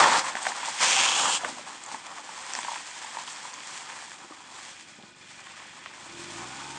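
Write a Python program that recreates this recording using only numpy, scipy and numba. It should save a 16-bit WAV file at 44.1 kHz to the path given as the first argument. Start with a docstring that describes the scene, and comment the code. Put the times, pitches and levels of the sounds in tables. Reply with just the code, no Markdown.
"""Rock slope and wet gravel: a car slides off with locked wheels and rolls on over the gravel; its engine revs up.
Random contacts feed stone crunch, grit scrape and sand hiss; damped rings make snapping stones, ticks and bumps.
The engine sums exhaust tones, pipe noise, block clatter and gear whine; a panel drones early in the revs.
A rock face adds a short noise-tail echo; a small microphone narrows the band."""
import sys
import numpy as np
from scipy import signal
from scipy.fft import rfft, irfft
from scipy.io import wavfile
from scipy.ndimage import uniform_filter1d
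from numba import njit

SR = 44100
rng = np.random.default_rng(int(sys.argv[2]) if len(sys.argv) > 2 else 0)


def pcm_store(signal):
    """Save signal as 16-bit PCM."""
    levels = np.round(np.clip(np.atleast_2d(signal), -1, 1) * 32767)
    wavfile.write(sys.argv[1], SR, levels.astype(np.int16).T)


def amplitude_ratio(level_db):
    """Convert a level in decibels to the matching linear amplitude (field) ratio."""
    exponent = np.asarray(level_db, float) / 20
    return 10 ** exponent


N = 298998

# tyres rolling over gravel; coarseness = stones over scraping grit: [t/s, level/dB, coarseness/dB]
ROLLING = [(0, -40, 14.5), (0.4, -41.5, 1), (0.64, -40, 0), (0.77, -38, -4.5), (1.45, -46, 6.5),
           (1.55, -46, -1.5), (1.72, -48, 1.5), (1.82, -49.5, 0), (2.1, -48.5, 2.5), (2.43, -45.5, -0.5),
           (2.55, -45, 2.5), (2.7, -41, -2.5), (2.87, -45, -4), (3.21, -44.5, -1.5), (3.36, -45.5, -2.5),
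           (3.98, -46.5, 0), (4.12, -48, -6), (4.2, -53, 2), (4.5, -53, -1), (4.66, -46.5, -6),
           (4.8, -51, -3.5), (4.93, -54.5, -5.5), (5.12, -59.5, -0.5), (5.3, -52, -14), (5.49, -53.5, -5),
           (5.65, -54.5, -4), (5.89, -55, 1.5), (6.18, -47, -3), (6.42, -45.5, 0), (6.78, -46.5, -2)]
# locked-wheel slides, one table each: [t/s, level/dB, coarseness/dB, sand spray/dB, scrape f/Hz]
SLIDES = [
    [(0, -25, 6.5, 1, 1870), (0.02, -28, 10.5, 0.5, 1820), (0.04, -23.5, 8.5, -6, 1950),
     (0.052, -26.5, 4.5, -8, 1900), (0.06, -31, 14, 1, 1830), (0.075, -31.5, 11.5, 2.5, 1870),
     (0.115, -28.5, 7.5, -1, 1700), (0.15, -28.5, 8, -0.5, 1800), (0.195, -32, 5.5, 4.5, 2060),
     (0.212, -44, 4, 0, 2050), (0.225, -50, -1, -7, 2050)],
    [(0.78, -40.5, -4, -3.5, 2210), (0.83, -25.5, 1, 2, 2150), (0.87, -28, -0.5, 2, 2540),
     (0.94, -28.5, -2.5, 0.5, 2580), (1.0, -26.5, -1.5, -2, 2600), (1.15, -30.5, 0.5, 1, 2800),
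     (1.23, -34, 6, 5, 3030), (1.275, -33.5, 7.5, 2.5, 3040), (1.305, -34, 3.5, 4.5, 3120),
     (1.35, -32, 1.5, 3, 3140), (1.375, -37, -4, 3, 2970), (1.392, -62, -2, 3, 2700)],
]
# short patches of loose ground: [t/s, level/dB, length/s, coarseness/dB, sand spray/dB]
LOOSE_PATCHES = [(0.272, -37, 0.04, 0, -3), (0.474, -45.5, 0.085, 7, 8), (0.656, -41.5, 0.086, -2, -0.5),
                 (1.472, -44, 0.09, -12, 1.5), (1.727, -50, 0.06, 5.5, 4.5), (1.924, -45.5, 0.066, 5, 5),
                 (2.067, -46, 0.0095, -1, 2), (2.447, -60, 0.26, -3, 13), (2.553, -45, 0.11, 0.5, 5),
                 (3.3, -53.5, 0.036, 0, 13), (3.722, -50.5, 0.17, -16, 2.5), (4.054, -61, 0.031, 8, 16),
                 (5.28, -57, 0.1, -15, -14), (5.547, -50.5, 0.37, -3, -12), (5.59, -59, .05, -1, -18),
                 (5.862, -51, 0.37, -19, -19), (6.193, -64, 0.07, 0, 2)]
# spectra of stones, of sand, and of body and road: [f/Hz, density/dB per Hz]
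CRUNCH_COLOUR = [(200, -37), (430, -17), (540, -8), (630, -12.5), (780, -1.5), (1000, 0), (1200, -3),
                 (1500, -7), (2500, -19), (6000, -49)]
SAND_COLOUR = [(800, -29.5), (2000, -7), (3300, 4), (4000, 7), (6000, 1.5), (12000, -4)]
RUMBLE_COLOUR = [(15, -62), (25, -29), (54, -14), (90, -13.5), (150, -4.5), (236, 0.5), (312, 0.5),
                 (418, -6.5), (700, -9), (910, -54), (1540, -120)]
# mean engine speed: [t/s, firing rate/Hz]
FIRING_RATE = [(0, 25), (5.95, 24), (6.05, 31.7), (6.164, 40.4), (6.23, 45.4), (6.362, 55.7), (6.404, 58.9),
               (6.508, 65.0), (6.62, 68.5), (6.78, 70.3)]
# engine load: [t/s, load/0 idle to 1 full]
LOAD = [(0, 0), (1.5, 0), (4.0, 0.2), (4.6, 0.41), (5.95, 0.51), (6.1, 0.69), (6.2, 0.98), (6.27, 0.85),
        (6.38, 0.99), (6.46, 0.95), (6.52, 0.77), (6.7, 0.83), (6.78, 0.91)]
# unequal exhaust branches, one per cylinder: [level/dB]
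CYLINDER_DB = [2.5, -1.5, 1, -0.5]
# clean exhaust tones: [multiple of firing rate, level/dB]
EXHAUST_TONES = [(1, 6), (2, 4), (1.5, -8), (2.5, -18), (3, 1.5), (3.5, -3), (4, 0.5), (4.25, -2.5),
                 (5, -1.5), (6, -3), (7, -2), (8, -2), (9, -5.5), (10, -5.5), (11, -7.5)]
# exhaust pipe resonances: [f/Hz, width/Hz, level/dB]
PIPE_MODES = [(232, 30, -2), (299, 53, -5.5), (332, 20, -4), (590, 42, -6.5)]
# block clatter spectrum: [f/Hz, density/dB per Hz]
CLATTER_COLOUR = [(300, -20), (500, -12), (900, -6), (1500, -23), (2500, -7), (4000, 2), (9000, -24)]
# engine block and cover resonances: [f/Hz, width/Hz, level/dB]
BLOCK_MODES = [(870, 18, 0), (1250, 30, 4), (1477, 22, 7), (2450, 110, 2.5)]
# gear whine: [multiple of firing rate, level/dB]
WHINE_TONES = [(12, -2), (13.1, 0), (22.1, -7)]
# stones snapping out from under the tread: [t/s, level/dB, ring f/Hz, crack over ring/dB]
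STONES = [(0.2432, -23, 1070, 3), (0.25, -26, 1050, -10), (0.266, -32, 1050, 12), (0.284, -22, 1060, 1),
          (0.353, -23, 770, 7.5), (0.369, -25, 930, 7), (0.453, -27, 1050, 10), (0.4538, -36, 1090, -2),
          (0.464, -22.5, 965, -2), (0.4674, -16, 776, 6.5), (0.4705, -33, 805, 6), (0.5193, -22, 970, 2.5),
          (0.631, -23, 960, -10), (0.683, -20, 900, -13), (1.409, -36, 1050, 10), (1.435, -21.5, 723, -11),
          (1.4395, -30, 800, -12), (1.4461, -31, 1150, 8), (1.448, -26.5, 1500, 11), (1.459, -28, 636, 0),
          (1.452, -32, 616, 8), (1.464, -33, 640, -6), (1.48, -30, 856, -2), (1.495, -32, 616, 0),
          (1.572, -32, 730, -7), (1.582, -35, 1110, -5), (1.591, -31, 610, -9), (1.915, -33, 970, 4),
          (1.945, -23.5, 906, -3), (2.183, -30.5, 1140, 3), (2.291, -28.5, 910, -12),
          (2.378, -30.5, 926, -10), (2.5354, -37, 1030, 8), (2.5516, -34, 1010, 14), (2.5885, -22, 960, 1),
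          (2.6482, -26, 960, 2.5), (2.6827, -19, 996, -25), (2.689, -30, 1000, -18),
          (2.691, -23.5, 930, -18), (2.717, -21.5, 930, -10), (2.733, -27, 940, -10),
          (2.7586, -30, 1060, 5), (2.762, -30, 960, -12), (2.773, -34, 1290, 8), (2.9133, -48, 990, 6),
          (3.0031, -47, 1000, 7), (2.962, -32, 940, -14), (3.046, -29, 920, -14), (3.148, -29, 980, -7),
          (3.1699, -22, 930, -3), (3.187, -25, 970, -3), (3.213, -32, 1000, -10), (3.28, -31.5, 1030, -8),
          (3.452, -27.5, 975, -13), (3.535, -32.5, 1010, 3), (3.578, -32, 1010, -10),
          (3.9, -43, 1140, 16.5), (3.966, -39, 1050, 7), (4.081, -40, 940, -8), (4.1172, -43, 1150, 18),
          (4.322, -33.5, 1150, -5), (4.236, -40, 920, -5), (4.99, -47, 1000, -5), (4.998, -41, 800, -12),
          (5.012, -47, 800, -12), (5.032, -48, 1050, 3), (5.044, -51, 800, -12), (5.395, -48, 1110, 17),
          (5.47, -37, 1100, 4), (5.508, -41, 950, -6), (5.536, -41, 1160, -6), (5.561, -49, 1100, 6),
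          (5.569, -46, 1310, 11), (5.574, -45, 1250, 2), (5.577, -46, 1300, 13), (5.601, -44, 1110, 11),
          (5.825, -48, 990, -10), (5.861, -36, 1090, 2), (5.869, -44, 1050, 0), (5.937, -43, 1020, 11)]
# grit ticking off: [t/s, level/dB, f/Hz]
TICKS = [(0.2473, -26.5, 8240), (0.4294, -23, 8250), (1.089, -9, 3380), (1.437, -28, 3130),
         (1.8377, -30, 7600), (1.8625, -29.5, 7100), (2.06, -34, 3250), (2.5356, -19, 5870),
         (2.536, -26, 7400), (2.5513, -17, 5400), (2.589, -25, 7550), (2.6094, -31, 8200),
         (2.631, -27, 3600), (2.6474, -34, 7330), (3.045, -32, 7250), (3.186, -26, 4270),
         (3.236, -37, 7000), (3.277, -24, 3270), (3.281, -26, 3200), (3.324, -31, 8350),
         (3.3613, -29, 4780), (3.5349, -29, 4880), (3.54, -28, 6500), (3.605, -32, 3240),
         (3.635, -31, 2500), (3.6735, -30, 6870), (3.899, -33, 3220), (4.3944, -43, 3260),
         (5.026, -33, 3700), (5.867, -36, 3300), (5.87, -33, 3000)]
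# dull bumps of the body on its springs: [t/s, level/dB, f/Hz, t60/s]
BUMPS = [(0.35, -27, 235, 0.075), (1.449, -25.5, 502, 0.1), (1.49, -31, 274, 0.068), (1.471, -33, 232, .1),
         (1.525, -31, 253, 0.12), (1.59, -40, 251, .1), (1.644, -40, 240, .1), (1.94, -32, 258, .1),
         (2.584, -35, 234, .1), (4.245, -36, 350, 0.082), (4.308, -32, 312, 0.072),
         (4.9857, -30, 230, 0.054), (5.003, -39, 260, 0.045), (5.035, -29, 202, 0.066)]
# hard stone on stone: [t/s, level/dB, f/Hz]
CLACKS = [(0.4672, -14, 1900), (1.4452, -13, 1250), (1.4487, -18, 2000), (2.714, -23, 2200),
          (2.7175, -22, 2600), (2.7433, -11, 2800), (2.7574, -15, 1700), (3.363, -25, 3500),
          (3.605, -17, 4000), (4.117, -26, 1900), (0.52, -17, 1700), (5.842, -32, 2300),
          (5.8452, -31, 2500), (5.8545, -31, 1700), (5.8602, -12, 1920), (5.8617, -22, 1600),
          (5.8633, -22, 1500)]
# panel drone: [t/s, f/Hz, level/dB]
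PANEL_DRONE = [(6.05, 340, -75), (6.09, 341, -53), (6.2, 343, -50), (6.27, 346, -52), (6.31, 346, -48),
               (6.34, 338, -56), (6.37, 335, -45), (6.392, 340, -62), (6.41, 350, -51), (6.435, 345, -56),
               (6.455, 322, -44), (6.48, 318, -66), (6.52, 335, -61), (6.6, 338, -66), (6.7, 345, -61),
               (6.78, 348, -68)]
# microphone response: [f/Hz, gain/dB]
MIC_RESPONSE = [(20, 3), (50, -6.5), (100, -1.5), (200, -2), (3400, 1.5), (3750, -3.5), (6000, 2),
                (7400, 6.5), (7950, 3.5), (8300, 6), (8800, 0.5), (9600, -10.5), (10300, -10),
                (11000, -19.5), (11500, -29), (11800, -101)]

# engine parts: (idle level/dB, rise at full load/dB, rise per octave of speed/dB)
PIPE_LEVEL, TONES_LEVEL = (-74.5, 19, -4), (-75, 21, 3)
CLATTER_LEVEL, WHINE_LEVEL, SHAKE_LEVEL = (-59.5, 4, 2.9), (-89, 11, 21), (-71, 5, 5)


def unit(x):
    """Scale to rms 1."""
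    return x / np.sqrt(np.mean(x ** 2))


def fixed(hz):
    """A constant frequency, one value per sample."""
    return np.full(N, float(hz))


def curves(table):
    """Columns of a table, interpolated to one value per sample."""
    s, *columns = np.transpose(table)
    return [np.interp(np.arange(N) / SR, s, c) for c in columns]


def colour(x, points, size=2048):
    """Causal filter through (Hz, dB) points, from the cepstrum of the log gain."""
    hz, db = np.transpose(points)
    bin_hz = np.arange(size // 2 + 1) * SR / size
    log_gain = np.interp(np.log(bin_hz + 1), np.log(hz), db) * np.log(10) / 20
    cep = irfft(log_gain)
    cep[1:size // 2] *= 2  # fold onto positive time
    cep[size // 2 + 1:] = 0
    return signal.fftconvolve(x, irfft(np.exp(rfft(cep))))[:len(x)]


@njit
def svf(x, hz, width):
    """State-variable band-pass whose centre may move."""
    y, b, l = np.empty(len(x)), 0., 0.
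    for i in range(len(x)):
        g, k = np.tan(np.pi * hz[i] / SR), width / hz[i]
        v = (b + g * (x[i] - l)) / (1 + g * (g + k))
        b, l, y[i] = 2 * v - b, l + 2 * g * v, k * v
    return y


def resonate(x, modes):
    """Steep fixed resonances side by side, each two band-passes in series."""
    total = 0
    for hz, width_hz, db in modes:
        once = svf(x, fixed(hz), 2.0 * width_hz)
        total = total + amplitude_ratio(db) * svf(once, fixed(hz), 2.0 * width_hz)
    return unit(total)


def walk(rate_hz):
    """Random levels held 1 / rate and slewed twice."""
    k = int(SR / rate_hz)
    held = np.repeat(rng.standard_normal(N // k + 1), k)
    return uniform_filter1d(uniform_filter1d(held, k), k)[:N]


def grains(per_s, spread_db, wash):
    """Clicks at random moments, a few much larger than most, over smooth noise."""
    hit, sign, size = rng.random(N), rng.standard_normal(N), rng.exponential(size=N)
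    clicks = (hit < per_s / SR) * np.sign(sign) * amplitude_ratio(spread_db * np.minimum(size, 3.5))
    return unit(unit(clicks) + wash * rng.standard_normal(N))


def ring(s, db, hz, t60_s, length, rough=0., attack_s=1e-6):
    """Damped sines at the given moments; rough blends in noise."""
    out, t = np.zeros(N + length), np.arange(length) / SR
    noise = rng.standard_normal((len(s), length))
    for at, level_db, ring_hz, fade_s, hiss in zip(s, db, hz, t60_s * np.ones(len(s)), noise):
        wave = (1 - rough) * np.sin(2 * np.pi * ring_hz * t) + rough * hiss
        envelope = np.exp(-np.log(1000) * t / fade_s) * (1 - np.exp(-t / attack_s))
        out[int(at * SR):][:length] += amplitude_ratio(level_db) * wave * envelope
    return out[:N]


def engine_db(part):
    """Level of an engine part from load and speed."""
    idle_db, load_db, speed_db = part
    octaves = np.log2(curves(FIRING_RATE)[0] / FIRING_RATE[0][1])
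    return idle_db + load_db * curves(LOAD)[0] + speed_db * octaves


def contact(level_db, coarse_db, spray_db=0.):
    """Powers of stones, grit and sand; sand fades where the ground is coarse."""
    return amplitude_ratio([level_db + coarse_db, level_db, level_db - 0.13 * coarse_db + spray_db]) ** 2


def ground():
    """Contact gains, scrape and hiss pitches and sliding flag from rolling, slides and loose patches."""
    t = np.arange(N) / SR
    power, sliding = contact(*curves(ROLLING)), np.zeros(N)
    scrape_hz, hiss_hz = 2150 * (1 + 0.015 * walk(3.9)), 7240 * (1 + 0.34 * walk(21))  # rolling
    for slide in SLIDES:
        *levels, hz = curves(slide)
        on = (t >= slide[0][0]) & (t < slide[-1][0])
        power = power + on * contact(*levels)
        scrape_hz = np.where(on, hz, scrape_hz)
        hiss_hz = np.where(on, 2.34 * hz, hiss_hz)
        sliding = sliding + on
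    for s, level_db, length_s, *levels in LOOSE_PATCHES:
        power = power + contact(level_db, *levels)[:, None] * np.exp(-(2 * (t - s) / length_s) ** 2)
    return np.sqrt(power), scrape_hz, hiss_hz, sliding


def crunch(shared, sliding):
    """Stone contacts, plus lone pebbles ringing the tyre while it rolls."""
    stones = colour(grains(900., 2.9, 0.86) + .5 * shared, CRUNCH_COLOUR)
    tyre_hz = 964.0 * (1 + 0.16 * walk(60))
    pebbles = svf(svf(grains(300., 3.6, 0.), tyre_hz, 450.0), tyre_hz, 450.0)
    return unit(unit(stones) + 0.43 * (1 - sliding) * unit(pebbles))


def scrape(shared, scrape_hz, sliding):
    """Grit contacts through a moving broad band and fixed resonances; sliding sharpens it."""
    grit = grains(1500., 4.0, 0.75) + 0.75 * shared
    broad = svf(svf(grit, scrape_hz, 2200.0), scrape_hz, 2330.0)
    narrow = 0.41 * sliding * svf(grit, scrape_hz, 580.0)
    low = 0.51 * svf(grit, fixed(1800), 340.0)
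    high = (0.47 + 0.26 * sliding) * svf(grit, fixed(3250), 600.0)
    return unit(broad + narrow + low + high)


def sand_hiss(shared, hiss_hz, sliding):
    """Dense fine contacts with a moving band, much stronger in a slide."""
    sand = colour(grains(3000., 2.9, 0.74) + 0.77 * shared, SAND_COLOUR)
    return unit(sand + (0.037 + 0.71 * sliding) * svf(sand, hiss_hz, 1500.0))


def rumble(crunch_gain):
    """Low noise of body and road, shaken by stones, engine and the drop onto level ground."""
    settle_s, settle_db, settle_t60_s = 1.44, -53, 1
    t = np.arange(N) / SR
    settle = (t > settle_s) * amplitude_ratio(settle_db - 60 * np.abs(t - settle_s) / settle_t60_s)
    gain = amplitude_ratio(-70) + amplitude_ratio(-19) * crunch_gain + settle + amplitude_ratio(engine_db(SHAKE_LEVEL))
    return gain * unit(colour(rng.standard_normal(N), RUMBLE_COLOUR, size=8192))


def gravel():
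    """One patchy stream of contacts shared by crunch, scrape and hiss; the body rumbles along."""
    (crunch_gain, grit_gain, sand_gain), scrape_hz, hiss_hz, sliding = ground()
    patch, loose = walk(60), 1 - 0.62 * sliding  # a sliding tyre scrubs more evenly
    shared = grains(900., 5.2, 0.6)
    crunch_gain_patchy = crunch_gain * amplitude_ratio(loose * (2.25 * patch + 1.44 * walk(24.76)))
    grit_gain = grit_gain * amplitude_ratio(0.71 * patch + 0.13 * walk(23.0))
    sand_gain = sand_gain * amplitude_ratio(loose * (1.98 * patch + 0.69 * walk(10)))
    return (crunch_gain_patchy * crunch(shared, sliding)
            + grit_gain * scrape(shared, scrape_hz, sliding)
            + sand_gain * sand_hiss(shared, hiss_hz, sliding)
            + rumble(crunch_gain))


def exhaust_tones(hz, turns):
    """Multiples of the firing rate, weak at low pitch, lifted as they pass the tailpipe resonance."""
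    tones = 0
    for k, db in EXHAUST_TONES:
        radiated = 1 / np.hypot(1, (100 / (k * hz)) ** 2)  # the tailpipe radiates little under 100 Hz
        wave = np.sin(2 * np.pi * round(4 * k) / 4 * turns)
        tones = tones + amplitude_ratio(db + 0.74 * walk(15)) * radiated * wave
    tones = tones + 0.6 * svf(tones, fixed(300), 60.0)
    return colour(tones, [(20, -6.5), (380, -2.5), (480, -22.0), (9000, -11)])


def exhaust_pipe(size, phase, blow):
    """Pulsing gas noise and the blow of each firing ring the pipe."""
    gas = size * (1.3 + np.exp(-phase / 0.21)) * rng.standard_normal(N)
    return resonate(gas + 25.0 * blow, PIPE_MODES)


def block_clatter(size, phase, blow):
    """Noise pulsing with each firing, plus ringing of block and covers."""
    noise = size * (0.88 + np.exp(-phase / 0.32)) * rng.standard_normal(N)
    ringing = resonate(noise + 10.0 * blow, BLOCK_MODES)
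    return unit(unit(colour(noise, CLATTER_COLOUR)) + 0.9 * ringing)


def gear_whine(turns):
    """High multiples of the firing rate, each wavering in level."""
    return unit(sum(amplitude_ratio(db + 3.0 * walk(8)) * np.sin(2 * np.pi * k * turns) for k, db in WHINE_TONES))


def engine():
    """Four unequal cylinders drive exhaust tones, pipe, clatter and whine from one firing phase."""
    hz, = curves(FIRING_RATE)
    turns = np.cumsum(hz * (1 + 0.0046 * walk(30))) / SR  # firings so far
    count = turns.astype(int)
    phase = turns - count
    scatter_db = 1.4 * rng.standard_normal(count[-1] + 1)[count]
    size = amplitude_ratio(np.array(CYLINDER_DB)[count % 4] + scatter_db)
    # each blow stands out of the gas only above 27 firings/s
    blow = size * (np.diff(count, prepend=0) > 0) * np.clip(hz - 27., 0, 20) / np.sqrt(hz)
    whine_db = engine_db(WHINE_LEVEL) + 0.9 * walk(14)  # comes and goes
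    return (amplitude_ratio(engine_db(PIPE_LEVEL)) * exhaust_pipe(size, phase, blow)
            + amplitude_ratio(engine_db(TONES_LEVEL)) * exhaust_tones(hz, turns)
            + amplitude_ratio(engine_db(CLATTER_LEVEL)) * block_clatter(size, phase, blow)
            + amplitude_ratio(whine_db) * gear_whine(turns))


def rock_face(x):
    """Scattered echo off the rock: decaying noise after a 4 ms gap."""
    t60_s, level_db, gap_s = 0.22, -14, .004
    t = np.arange(int(.4 * SR)) / SR
    tail = rng.standard_normal(len(t)) * np.exp(-np.log(1000) * t / t60_s) * (t > gap_s)
    return amplitude_ratio(level_db) * signal.fftconvolve(x, tail / np.sqrt(np.sum(tail ** 2)))[:N]


def snapping_stones():
    """Each stone rings the tyre briefly, cracks and sheds splinters."""
    crack_hz = 1760
    s, db, hz, crack_db = np.transpose(STONES)
    thuds = ring(s, db, hz, .027, length=3000, attack_s=.00025)
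    cracks = ring(s, db + crack_db, np.full(len(s), float(crack_hz)), 0.0064, length=600, rough=0.072)
    splinters = ring(s, db + crack_db - 8.0, hz, 0.032, length=2000, rough=1.0)
    return thuds + cracks + svf(splinters, fixed(crack_hz), 1900.0)


def grit_ticks():
    """Grit ticks off as very short high rings."""
    return ring(*np.transpose(TICKS), 0.0043, length=300)


def body_bumps():
    """Rough low rings of the body on its springs, band-passed twice."""
    bumps = ring(*np.transpose(BUMPS), length=6000, rough=0.64)
    return svf(svf(bumps, fixed(350), 990.0), fixed(400), 1400.0)


def stone_clacks():
    """Hard stone on stone: about one broad cycle, 60 dB down after 2.2 cycles."""
    s, db, hz = np.transpose(CLACKS)
    return ring(s, db, hz, 2.2 / hz, length=300, attack_s=.00008)


def snaps():
    """Stones, ticks and clacks without their lows, plus body bumps."""
    high_pass = signal.butter(4, 560., "high", fs=SR, output="sos")
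    sharp = signal.sosfilt(high_pass, snapping_stones() + grit_ticks() + stone_clacks())
    return sharp + body_bumps()


def panel():
    """Sheet metal drones as a wavering sine, strongest early in the revs and weaker after."""
    hz, db = curves(PANEL_DRONE)
    on = np.arange(N) / SR > PANEL_DRONE[0][0]
    return on * amplitude_ratio(db) * np.sqrt(2) * np.sin(2 * np.pi * np.cumsum(hz) / SR)


def scene():
    """Tyres, stones, engine and panel with their echo."""
    car = gravel() + engine() + snaps() + panel()
    return (car + rock_face(car))[None]


def top_cut(x):
    """Nothing passes above the cut-off."""
    return signal.sosfilt(signal.butter(12, 11570, fs=SR, output="sos"), x)


def record(dry):
    """Small microphone: treble ripples, steep fall at the top, faint low noise of its own."""
    own_noise = amplitude_ratio(-93) * unit(svf(rng.standard_normal(N), fixed(25), 40.))
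    mix = (colour(dry[0], MIC_RESPONSE, size=8192) + own_noise)[None]
    return top_cut(mix)


dry = scene()
out = record(dry)
pcm_store(out)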